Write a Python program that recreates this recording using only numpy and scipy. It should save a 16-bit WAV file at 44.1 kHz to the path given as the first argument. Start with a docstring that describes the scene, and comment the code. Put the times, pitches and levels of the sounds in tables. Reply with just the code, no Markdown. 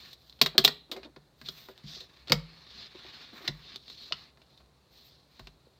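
"""A spiral-bound planner on a wooden table, close to the microphone in a small quiet room.
At 0.4 s a pen is put down: it clatters, knocks the wood and its barrel rings. From 1.4 s the planner
is lifted and turned over; at 2.3 s it drops with a slap and a boom of the table, then slides into
place, paper fibres catching and slipping. From 3.3 s a sticker sheet is dragged aside, snaps at its
edge and is laid down at 5.4 s."""
import sys
import numpy as np
from scipy import signal
from scipy.fft import rfft, irfft
from scipy.io import wavfile
from scipy.ndimage import uniform_filter1d

SR = 44100
rng = np.random.default_rng(int(sys.argv[2]) if len(sys.argv) > 2 else 0)


def wav_record(signal):
    """Record a signal, one row per channel, as 16-bit PCM in the file named by sys.argv[1]."""
    frames = np.transpose(np.atleast_2d(signal))
    bounded = np.clip(frames, -1, 1)
    # unit amplitude maps onto the largest positive 16-bit level
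    quanta = np.round(bounded * 32767).astype(np.int16)
    wavfile.write(sys.argv[1], SR, quanta)


N = 255339

# Knock resonances of the table top. Each row: frequency in Hz, width in Hz, relative level in dB.
WOOD_RESONANCES = [(273, 52, -1), (416, 34, -1.5), (668, 40, -4.5), (1094, 65, -13)]


def amp(db):
    """Decibels to gain."""
    return 10 ** (np.asarray(db) / 20)


def unit_rms(x):
    """Scales to rms 1."""
    return x / np.sqrt(np.mean(x ** 2) + 1e-20)


def unit_blow(x):
    """Scales to the energy of 10 ms at rms 1."""
    return x / np.sqrt(np.sum(x ** 2) / (SR / 100) + 1e-20)


def curve(points, hz):
    """Interpolates (Hz, value) points on a log-frequency axis."""
    point_hz, values = np.transpose(points)
    return np.interp(np.log(hz + 1), np.log(point_hz), values)


def add(mix, start_s, sound):
    """Mixes a sound in at start_s."""
    part = mix[max(round(start_s * SR), 0):][:len(sound)]
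    part += sound[:len(part)]


def fade(t, t60_s):
    """Exponential decay, 60 dB in t60_s."""
    return 1000 ** (-t / max(t60_s, 1e-3))


def ring(modes, t):
    """Sum of decaying sine modes."""
    return sum(amp(db) * fade(t, t60_s) * np.sin(2 * np.pi * hz * t) for hz, db, t60_s in modes)


def coloured(x, db_at, size=4096):
    """Minimum-phase filter with gain db_at(Hz)."""
    log_gain = np.log(amp(db_at(abs(np.fft.fftfreq(size, 1 / SR)))))
    response = np.fft.ifft(np.exp(np.conj(signal.hilbert(log_gain)))).real
    return signal.oaconvolve(x, response[:size // 2])[:len(x)]


def whitened(x, size=4096):
    """Flattens the broad humps of a burst's spectrum."""
    power = uniform_filter1d(abs(np.fft.fft(x, size)) ** 2, size=45, mode="wrap")
    return coloured(x, lambda hz: -10 * np.log10(power / power.mean() + 1e-6), size=size)


def peaks_db(resonances, hz):
    """Boost that resonances add to a spectrum."""
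    return sum(db / (1 + (2 * (hz - centre_hz) / width_hz) ** 2) for centre_hz, width_hz, db in resonances)


def tone_db(colour, hz, body_db, fizz_db):
    """Contact spectrum: broad contact adds body (mids), dry sharp contact adds fizz (treble)."""
    body_weight = curve([(300, 0.21), (900, 0.91), (2300, 0.63), (3300, 0.097)], hz)
    fizz_weight = curve([(4800, 0), (8000, 0.41), (12500, 0.92)], hz)
    return curve(colour, hz) + body_db * body_weight + fizz_db * fizz_weight


def background(rms_db=-65):
    """Steady low room rumble with a faint hiss."""
    # Each row: frequency in Hz, relative noise density in dB.
    spectrum = [(22, -45.5), (40, -23.5), (53, -13), (64, 2.5), (76, -7), (95, -14.5), (135, -4.5),
                (200, -13.5), (350, -15), (600, -17.5), (1100, -21.5), (2300, -32.5), (3400, -34.5),
                (4250, -27.5), (4900, -36.5), (6500, -36), (16000, -44)]
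    gain = amp(curve(spectrum, np.fft.rfftfreq(N, 1 / SR)))
    return amp(rms_db) * unit_rms(irfft(rfft(rng.standard_normal(N)) * gain, N))


def room(x, early_db=-9, early_t60_s=0.062, tail_db=-18, echoes_per_s=3000):
    """Adds quick reflections off the table and nearby things, then a short, duller tail."""
    # Each row: frequency in Hz, reverberation t60 in seconds.
    decay_times = [(100, 0.53), (400, 0.33), (1500, 0.31), (4000, 0.36), (6000, 0.21), (15000, 0.29)]
    # Soft furnishings absorb treble. Each row: frequency in Hz, gain in dB.
    tail_colour = [(150, 1), (1200, 2), (2500, -0.5), (4000, -3), (5200, -2), (7000, 2), (14000, -6.5)]
    t = np.arange(SR * 2 // 3) / SR
    taps = rng.choice([-1., 1.], (2, len(t))) * (rng.random((2, len(t))) < echoes_per_s / SR)
    early = taps[0] * (t > 0.004) * fade(t, early_t60_s)
    hz, frame_s, spectra = signal.stft(taps[1] * (t > 0.009), SR, nperseg=256)
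    decay = 1000 ** (-frame_s / curve(decay_times, hz)[:, None])
    tail = signal.istft(spectra * decay, SR, nperseg=256)[1][:len(t)]
    tail = coloured(tail / np.linalg.norm(tail), lambda f: curve(tail_colour, f))
    response = amp(early_db) * early / np.linalg.norm(early) + amp(tail_db) * tail
    return x + signal.fftconvolve(x, response)[:N]


def wood(force):
    """Passes a force through the resonances of the table top."""
    return sum(amp(db) * signal.lfilter(*signal.iirpeak(hz, hz / width_hz, SR), force)
               for hz, width_hz, db in WOOD_RESONANCES)


def knock(db, t60_s):
    """Struck table top: its modes, detuned per hit, plus a short rattle through the wood."""
    t = np.arange(SR // 4) / SR
    modes = sum(amp(mode_db) * np.exp(-np.pi * width_hz * t)
                * np.sin(2 * np.pi * hz * rng.uniform(0.88, 1.04) * t)
                for hz, width_hz, mode_db in WOOD_RESONANCES)
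    attack = 1 - np.exp(-t / 0.001)
    rattle = wood(rng.standard_normal(len(t)) * fade(t, t60_s))
    return amp(db) * unit_blow(unit_blow(modes * attack) + 0.74 * unit_blow(rattle))


def contact(colour, t60_s, body_db, fizz_db, spot_hz, rise_s, q, peak_db):
    """A brief burst of micro-collisions, filtered by the spot struck."""
    t = np.arange(SR // 4) / SR
    chatter = rng.choice([-1., 1.], len(t)) * fade(t, t60_s) * (1 - np.exp(-t / rise_s))
    spot = [(hz, hz / q, peak_db) for hz in spot_hz]
    burst = coloured(whitened(chatter),
                     lambda hz: tone_db(colour, hz, body_db, fizz_db) + peaks_db(spot, hz))
    return unit_blow(burst)


def clack(spot_hz, t60_s):
    """Short pitched notes of a hard edge, the higher ones stronger."""
    t = np.arange(SR // 10) / SR
    notes = sum(np.sqrt(hz) * np.sin(2 * np.pi * hz * t) for hz in spot_hz)
    return unit_blow(notes * fade(t, t60_s) * (1 - np.exp(-t / 0.0033)))


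def rub_gain(hz, body_db, fizz_db, swish_hz, swish_q=3.5, swish_db=4):
    """Spectrum of one rub, rms 1: fixed page resonances under a broad swish."""
    # Each row: frequency in Hz, relative level in dB.
    colour = [(150, -2.5), (400, -11.5), (700, -17), (1150, -13), (1700, -14), (2300, -7.5), (3200, -5),
              (4100, 2.5), (5000, -5.5), (6300, -17), (8500, -31.5), (14200, -39.5)]
    # Page stack and cover. Each row: frequency in Hz, width in Hz, boost in dB.
    page_resonances = [(1109, 49, 9), (1753, 310, 6.5), (2920, 97, 0), (3575, 220, 2), (3860, 140, -2)]
    resonances = list(page_resonances) + [(swish_hz, swish_hz / swish_q, swish_db)]
    return unit_rms(amp(tone_db(colour, hz, body_db, fizz_db) + peaks_db(resonances, hz)))


def hand_speed(t, start_s, rise_s, hold_s, release_s):
    """Speed of a stroke, 0 to 1: ramps up, holds, ramps down."""
    rising = (t - start_s) / max(rise_s, 1e-3)
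    falling = (start_s + rise_s + hold_s + release_s - t) / max(release_s, 1e-3)
    return np.clip(np.minimum(rising, falling), 0, 1) ** 0.94


def paper_slides(snaps_per_s=1200, snap_share=0.24, idle_db=-74, patchy_db=1.5, flicker_db=1.6):
    """Paper fibres catch and slip: hiss and tiny snaps follow the hand's speed; the wood rumbles."""
    # Paper under the hands or on the wood. Each row: start, rise, hold and release in seconds,
    # level, body and fizz in dB, swish pitch in Hz.
    strokes = [(0.0, 0.0033, 0.037, 0.14, -52, 7, 14, 4200), (0.16, 0.025, 0.091, 0.2, -65, -7, 18, 4140),
               (0.91, 0.057, 0.017, .11, -59.5, 18, 6, 4010),
               (1.36, 0.21, 0.034, 0.15, -54, 4.5, 22.5, 3900),
               (1.436, 0.037, 0.013, 0.013, -47, -3, 2, 3950), (1.62, 0.083, .56, .1, -63.5, 11.5, 7, 4130),
               (1.829, 0.071, 0.055, 0.12, -47.5, -8.5, 3, 5620),
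               (2.35, 0.18, 0.11, 0.081, -58, 12, 0, 4270), (2.63, 0.21, 0.01, 0.039, -45.5, 2, -8, 3740),
               (2.86, 0.1, 0.26, 0.22, -51, 9, -2, 3540), (3.31, 0.053, .11, .05, -53.5, 19.5, 17, 3800),
               (3.42, 0.053, 0.0055, 0.021, -46.5, 17, 2, 3800), (3.49, .03, 0.1, 0.049, -60, 14, 12, 4100),
               (3.578, 0.15, 0.0055, 0.058, -47.5, 4, -14, 3600),
               (3.73, 0.3, 0.027, 0.064, -49.5, -6.5, 4, 4150),
               (4.05, 0.018, 0.17, 0.088, -55, 9.5, 3, 4400), (4.39, 0.064, .14, 0.053, -69.5, -3, 8, 4180),
               (4.895, 0.047, 0.14, .05, -61, -1.5, 18.5, 4110),
               (5.03, 0.03, .005, 0.037, -63, -2.5, 28, 4050),
               (5.07, 0.045, .02, 0.17, -62.5, -5.5, 3, 4400), (5.25, 0.12, .05, 0.15, -63, 6, 13, 4150)]
    snaps = (rng.random(N) < snaps_per_s / SR) * rng.choice([-1, 1], N)
    snaps = snaps * amp(3 * np.minimum(rng.exponential(1, N), 4))
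    friction = np.sqrt(snap_share) * unit_rms(snaps) + np.sqrt(1 - snap_share) * rng.standard_normal(N)
    hz, frame_s, spectra = signal.stft(friction, SR, nperseg=512, noverlap=384)
    idle_rustle = amp(idle_db) * rub_gain(hz, body_db=6.5, fizz_db=10.5, swish_hz=4136)
    hiss_power, drag_power = idle_rustle[:, None] ** 2, 0
    for *timing_s, db, body_db, fizz_db, swish_hz in strokes:
        level = amp(db) * hand_speed(frame_s, *timing_s)
        hiss_power = hiss_power + np.outer(rub_gain(hz, body_db, fizz_db, swish_hz), level) ** 2
        drag_power = drag_power + (level * amp(-16 + 0.15 * body_db)) ** 2
    # The colour shifts as different spots of the paper touch.
    patches = uniform_filter1d(rng.standard_normal(spectra.shape), size=5, axis=0)
    patches = unit_rms(uniform_filter1d(patches, size=16, axis=1))
    spectra = spectra * amp(patchy_db * patches) * np.sqrt(hiss_power)
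    hiss = signal.istft(spectra, SR, nperseg=512, noverlap=384)[1][:N]
    hand_jitter = unit_rms(uniform_filter1d(rng.standard_normal(N), size=700))
    drag_level = np.interp(np.arange(N) / SR, frame_s, np.sqrt(drag_power))
    drag = unit_rms(wood(rng.standard_normal(N))) * drag_level
    return amp(flicker_db * hand_jitter) * (hiss + drag)


def page_bumps(width_hz=90, puff_db=-7, puff_band_hz=(180, 850)):
    """Fingers and palm push on the page stack: a dull puff around one hollow resonance."""
    # Each row: start in seconds, level in dB, t60 in seconds, stack pitch in Hz.
    bumps = [(.545, -49, 0.029, 702), (0.552, -41, .041, 285), (0.892, -53, .14, 340),
             (.917, -42, 0.21, 370), (.958, -40.5, 0.11, 388), (1.049, -44.5, .12, 297.6),
             (1.163, -49.5, 0.053, 412), (1.695, -52, 0.053, 416), (1.963, -55, .06, 419),
             (2.009, -57.5, 0.11, 424), (2.303, -33, 0.045, 347), (2.322, -26, 0.042, 480),
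             (2.946, -48.5, 0.086, 308), (3.048, -53, 0.027, 373), (3.327, -49, 0.15, 280),
             (3.404, -51, 0.1, 362), (3.438, -48.5, .17, 300), (3.482, -39, 0.049, 272),
             (4.108, -49, 0.025, 650), (5.665, -59.5, .035, 450)]
    out, t = np.zeros(N), np.arange(SR // 4) / SR
    for start_s, db, t60_s, hz in bumps:
        force = rng.standard_normal(len(t)) * fade(t, t60_s) * (1 - np.exp(-t / 0.003))
        puff = signal.lfilter(*signal.butter(2, puff_band_hz, "band", fs=SR), force)
        hollow = signal.lfilter(*signal.iirpeak(hz, hz / width_hz, SR), puff)
        add(out, start_s, amp(db) * (unit_blow(hollow) + amp(puff_db) * unit_blow(puff)))
    return out


def finger_ticks():
    """Nails, fingers and page edges tick; a touch with more body rings lower and knocks harder."""
    # Each row: start in seconds, level in dB, t60 in seconds, body and fizz in dB.
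    touches = [(0.111, -54, 0.036, -10, 0), (0.13, -46, 0.04, -3, 11), (0.296, -51, 0.021, -13, 2),
               (0.3251, -54, 0.02, -2.5, -13.5), (0.39, -56, .043, 9.5, -11.5),
               (0.9145, -33, 0.073, 8.5, 10), (0.964, -46, .05, 13.5, 6), (1.031, -47, .053, 12, -29),
               (1.0465, -50.5, .05, 8, -17), (1.1621, -52, 0.027, 15, -25), (1.4141, -48.5, 0.026, 15, 5),
               (1.461, -47, .08, -14, -10), (1.6858, -51, 0.011, 27, -9), (1.7777, -53.5, 0.0061, 9, 7),
               (2.005, -43, 0.039, -2, 1), (2.273, -47.5, .05, 9, -6), (2.281, -43, .038, 8, -10),
               (3.7594, -39, 0.0099, 0.5, 0), (3.8803, -48, 0.017, 3, -11), (3.899, -45.5, 0.021, 7.5, 1),
               (4.3728, -61.5, 0.02, 15, -8), (4.417, -59, 0.026, 11.5, -8), (4.576, -57, .017, 1.5, 1),
               (4.601, -62, .071, 19, -7), (5.3945, -48, 0.026, 17.5, 6.5), (5.471, -47, 0.019, 11.5, -2)]
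    # Each row: frequency in Hz, relative level in dB.
    colour = [(150, -9), (400, -0.5), (700, -11), (1150, -7.5), (1700, -9.5), (2300, -6.5), (3200, -1.5),
              (4100, 6), (5000, -1.5), (6300, -13.5), (8500, -20.5), (14200, -31.5)]
    # Each row: body in dB, pitch in Hz.
    pitch_by_body = [(-6.5, 3800), (7.5, 3800), (17, 1200), (23, 967)]
    out = np.zeros(N)
    for start_s, db, t60_s, body_db, fizz_db in touches:
        hz = np.interp(body_db, *np.transpose(pitch_by_body))
        tick = contact(colour, t60_s, body_db, fizz_db, [hz], rise_s=0.0003, q=4, peak_db=7.5)
        add(out, start_s, amp(db) * tick)
        add(out, start_s + 0.0016, knock(db - 17.5 + 0.87 * body_db, t60_s=0.053))
    return out


def table_thumps():
    """Landing weight excites the whole table's low modes; a longer push reaches only the lowest."""
    # Each row: start in seconds, relative level in dB, contact time in seconds.
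    landings = [(0.423, -38.5, 0.0013), (0.583, -38, 0.0018), (0.654, -40, 0.0023), (1.168, -56, 0.0035),
                (1.43, -53, 0.0035), (1.492, -58, 0.0017), (1.841, -44, 0.00096), (2.304, -32, .0028),
                (2.323, -28.5, .002), (3.486, -33.5, 0.0065), (4.122, -56, .001), (5.403, -32, .012),
                (5.475, -58.5, 0.0037)]
    # Each row: frequency in Hz, relative level in dB, t60 in seconds.
    modes = [(49.4, -11.5, 0.39), (62, -21, 0.17), (131, -14.5, 0.058), (147.7, 3, 0.24), (163, -8, 0.46),
             (200.7, 1, 0.13), (236.2, -6.5, .07)]
    out, t = np.zeros(N), np.arange(SR) / SR
    # Each mode takes about a cycle to spread over the table.
    boom = sum(ring([(hz, db, t60_s)], t) * (1 - np.exp(-1.3 * hz * t)) for hz, db, t60_s in modes)
    for start_s, db, contact_s in landings:
        push = np.hanning(int(contact_s * SR) + 3)
        add(out, start_s, amp(db + 5.5) * signal.oaconvolve(boom, push / push.sum()))
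    return out


def edge_slaps():
    """Coil, cover and sheet edge come down: a crack, a clack and a knock of the wood."""
    # Each row: start in seconds, relative level in dB, t60 in seconds, body, fizz and relative knock
    # level in dB, three resonances of the spot struck in Hz.
    slaps = [(1.4864, -35, 0.027, -20, -1, -41, 1360, 3330, 3980),
             (2.297, -35, 0.045, 7, -4.5, -35, 1020, 2540, 4400),
             (2.3204, -14.5, 0.0088, -1.5, -4.5, -25, 950, 2526, 4850),
             (2.3221, -19.5, 0.0085, 2, 1, -40, 806, 2060, 2473),
             (3.477, -26, 0.02, -6.5, -13, -46, 864, 2645, 4040),
             (3.481, -31, 0.0067, 3.5, -6, -44.5, 876, 1970, 3450),
             (4.1222, -27, 0.018, -5, -46, -44.5, 1190, 1280, 2910)]
    # Each row: frequency in Hz, relative level in dB.
    colour = [(150, -19.5), (400, -16.5), (700, -8.5), (1150, -13.5), (1700, -6.5), (2300, -7.5),
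              (3200, -6.5), (4100, -2.5), (5000, -4.5), (6300, -16.5), (8500, -26.5), (14200, -31)]
    out = np.zeros(N)
    for start_s, db, t60_s, body_db, fizz_db, knock_db, *spot_hz in slaps:
        crack = contact(colour, t60_s, body_db, fizz_db, spot_hz, rise_s=0.00033, q=9, peak_db=8.5)
        add(out, start_s, amp(db - 0.5) * crack)
        add(out, start_s + 0.00029, amp(db - 7.5) * clack(spot_hz, t60_s=0.0073))
        add(out, start_s + 0.0022, knock(knock_db - 7, t60_s=0.045))
    return out


def pen_clatter(detune_hz=15, spread_db=2):
    """Each hit of the pen cracks, knocks the wood and leaves barrel and clip ringing."""
    # Each row: start in seconds, level in dB, t60 in seconds, body, fizz and knock level in dB,
    # three resonances of the spot struck in Hz.
    hits = [(0.4142, -13.5, 0.025, -2.5, -1.5, -24.5, 1110, 2470, 4320),
            (0.4606, -25.5, .032, 5.5, -3.5, -35, 1093, 2040, 3830),
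            (0.5799, -13.5, 0.014, -4, -1.5, -23.5, 1650, 3200, 4340),
            (0.6408, -30.5, 0.066, -3, 8, -30.5, 814, 2600, 3940),
            (0.6475, -14.5, 0.027, -5, 3, -31.5, 764, 2544, 3950),
            (0.651, -18.5, 0.0063, -7, -4.5, -41, 740, 3350, 3630),
            (0.6769, -23, 0.023, 7.5, -4, -32.5, 750, 1950, 4230)]
    # Each row: frequency in Hz, relative level in dB.
    colour = [(150, -26.5), (400, -16), (700, -15.5), (1150, -10.5), (1700, -9.5), (2400, -7), (3200, -3.5),
              (3950, 1), (5000, -4), (6300, -15.5), (8500, -22), (14200, -25)]
    # Each row: frequency in Hz, level relative to the hit in dB, t60 in seconds.
    barrel_modes = [(3214, -35, .25), (3425, -35, 0.34), (3552, -33, .32), (3740, -34.5, .32),
                    (3780, -30.5, .37), (3885, -31, .38), (4050, -32.5, 0.51), (4340, -34, .3),
                    (4660, -38.5, .22), (5010, -39.5, 0.23)]
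    out, t = np.zeros(N), np.arange(SR // 2) / SR
    for start_s, db, t60_s, body_db, fizz_db, knock_db, *spot_hz in hits:
        crack = contact(colour, t60_s, body_db, fizz_db, spot_hz, rise_s=0.00057, q=5.8, peak_db=4.5)
        add(out, start_s, amp(db) * crack)
        add(out, start_s + 0.0003, amp(db - 7) * clack(spot_hz, t60_s=0.014))
        add(out, start_s + 0.0023, knock(knock_db, t60_s=0.08))
        # Each hit favours other modes, slightly detuned by the contact.
        modes = [(hz + detune_hz * rng.standard_normal(),
                  mode_db + spread_db * rng.standard_normal(), ring_s)
                 for hz, mode_db, ring_s in barrel_modes]
        add(out, start_s + 0.0013 * rng.random(), amp(db) * ring(modes, t))
    return out


def scene():
    """Contacts and rubs with room reflections, plus the table's dry boom; mono."""
    handling = pen_clatter() + edge_slaps() + finger_ticks() + page_bumps() + paper_slides()
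    return (room(handling) + table_thumps())[None]


def record(dry, cutoff_hz=16300):
    """Microphone colour, steady background, soft peak limiting, low-pass."""
    # Bass roll-off; notch and resonance in the top octave. Each row: frequency in Hz, gain in dB.
    microphone = [(20, -25), (32, -10), (48, -3.5), (9000, 0), (11200, -18.5), (12600, 2), (14200, 15),
                  (15400, 4), (16400, -6.5)]
    heard = coloured(dry[0], lambda hz: curve(microphone, hz)) + background()
    limited = heard / (1 + heard ** 6) ** (1 / 6)
    lowpass = signal.firwin(255, cutoff_hz, window=("kaiser", 9), fs=SR)
    return signal.oaconvolve(limited, lowpass, "same")[None]


dry = scene()
out = record(dry)
wav_record(out)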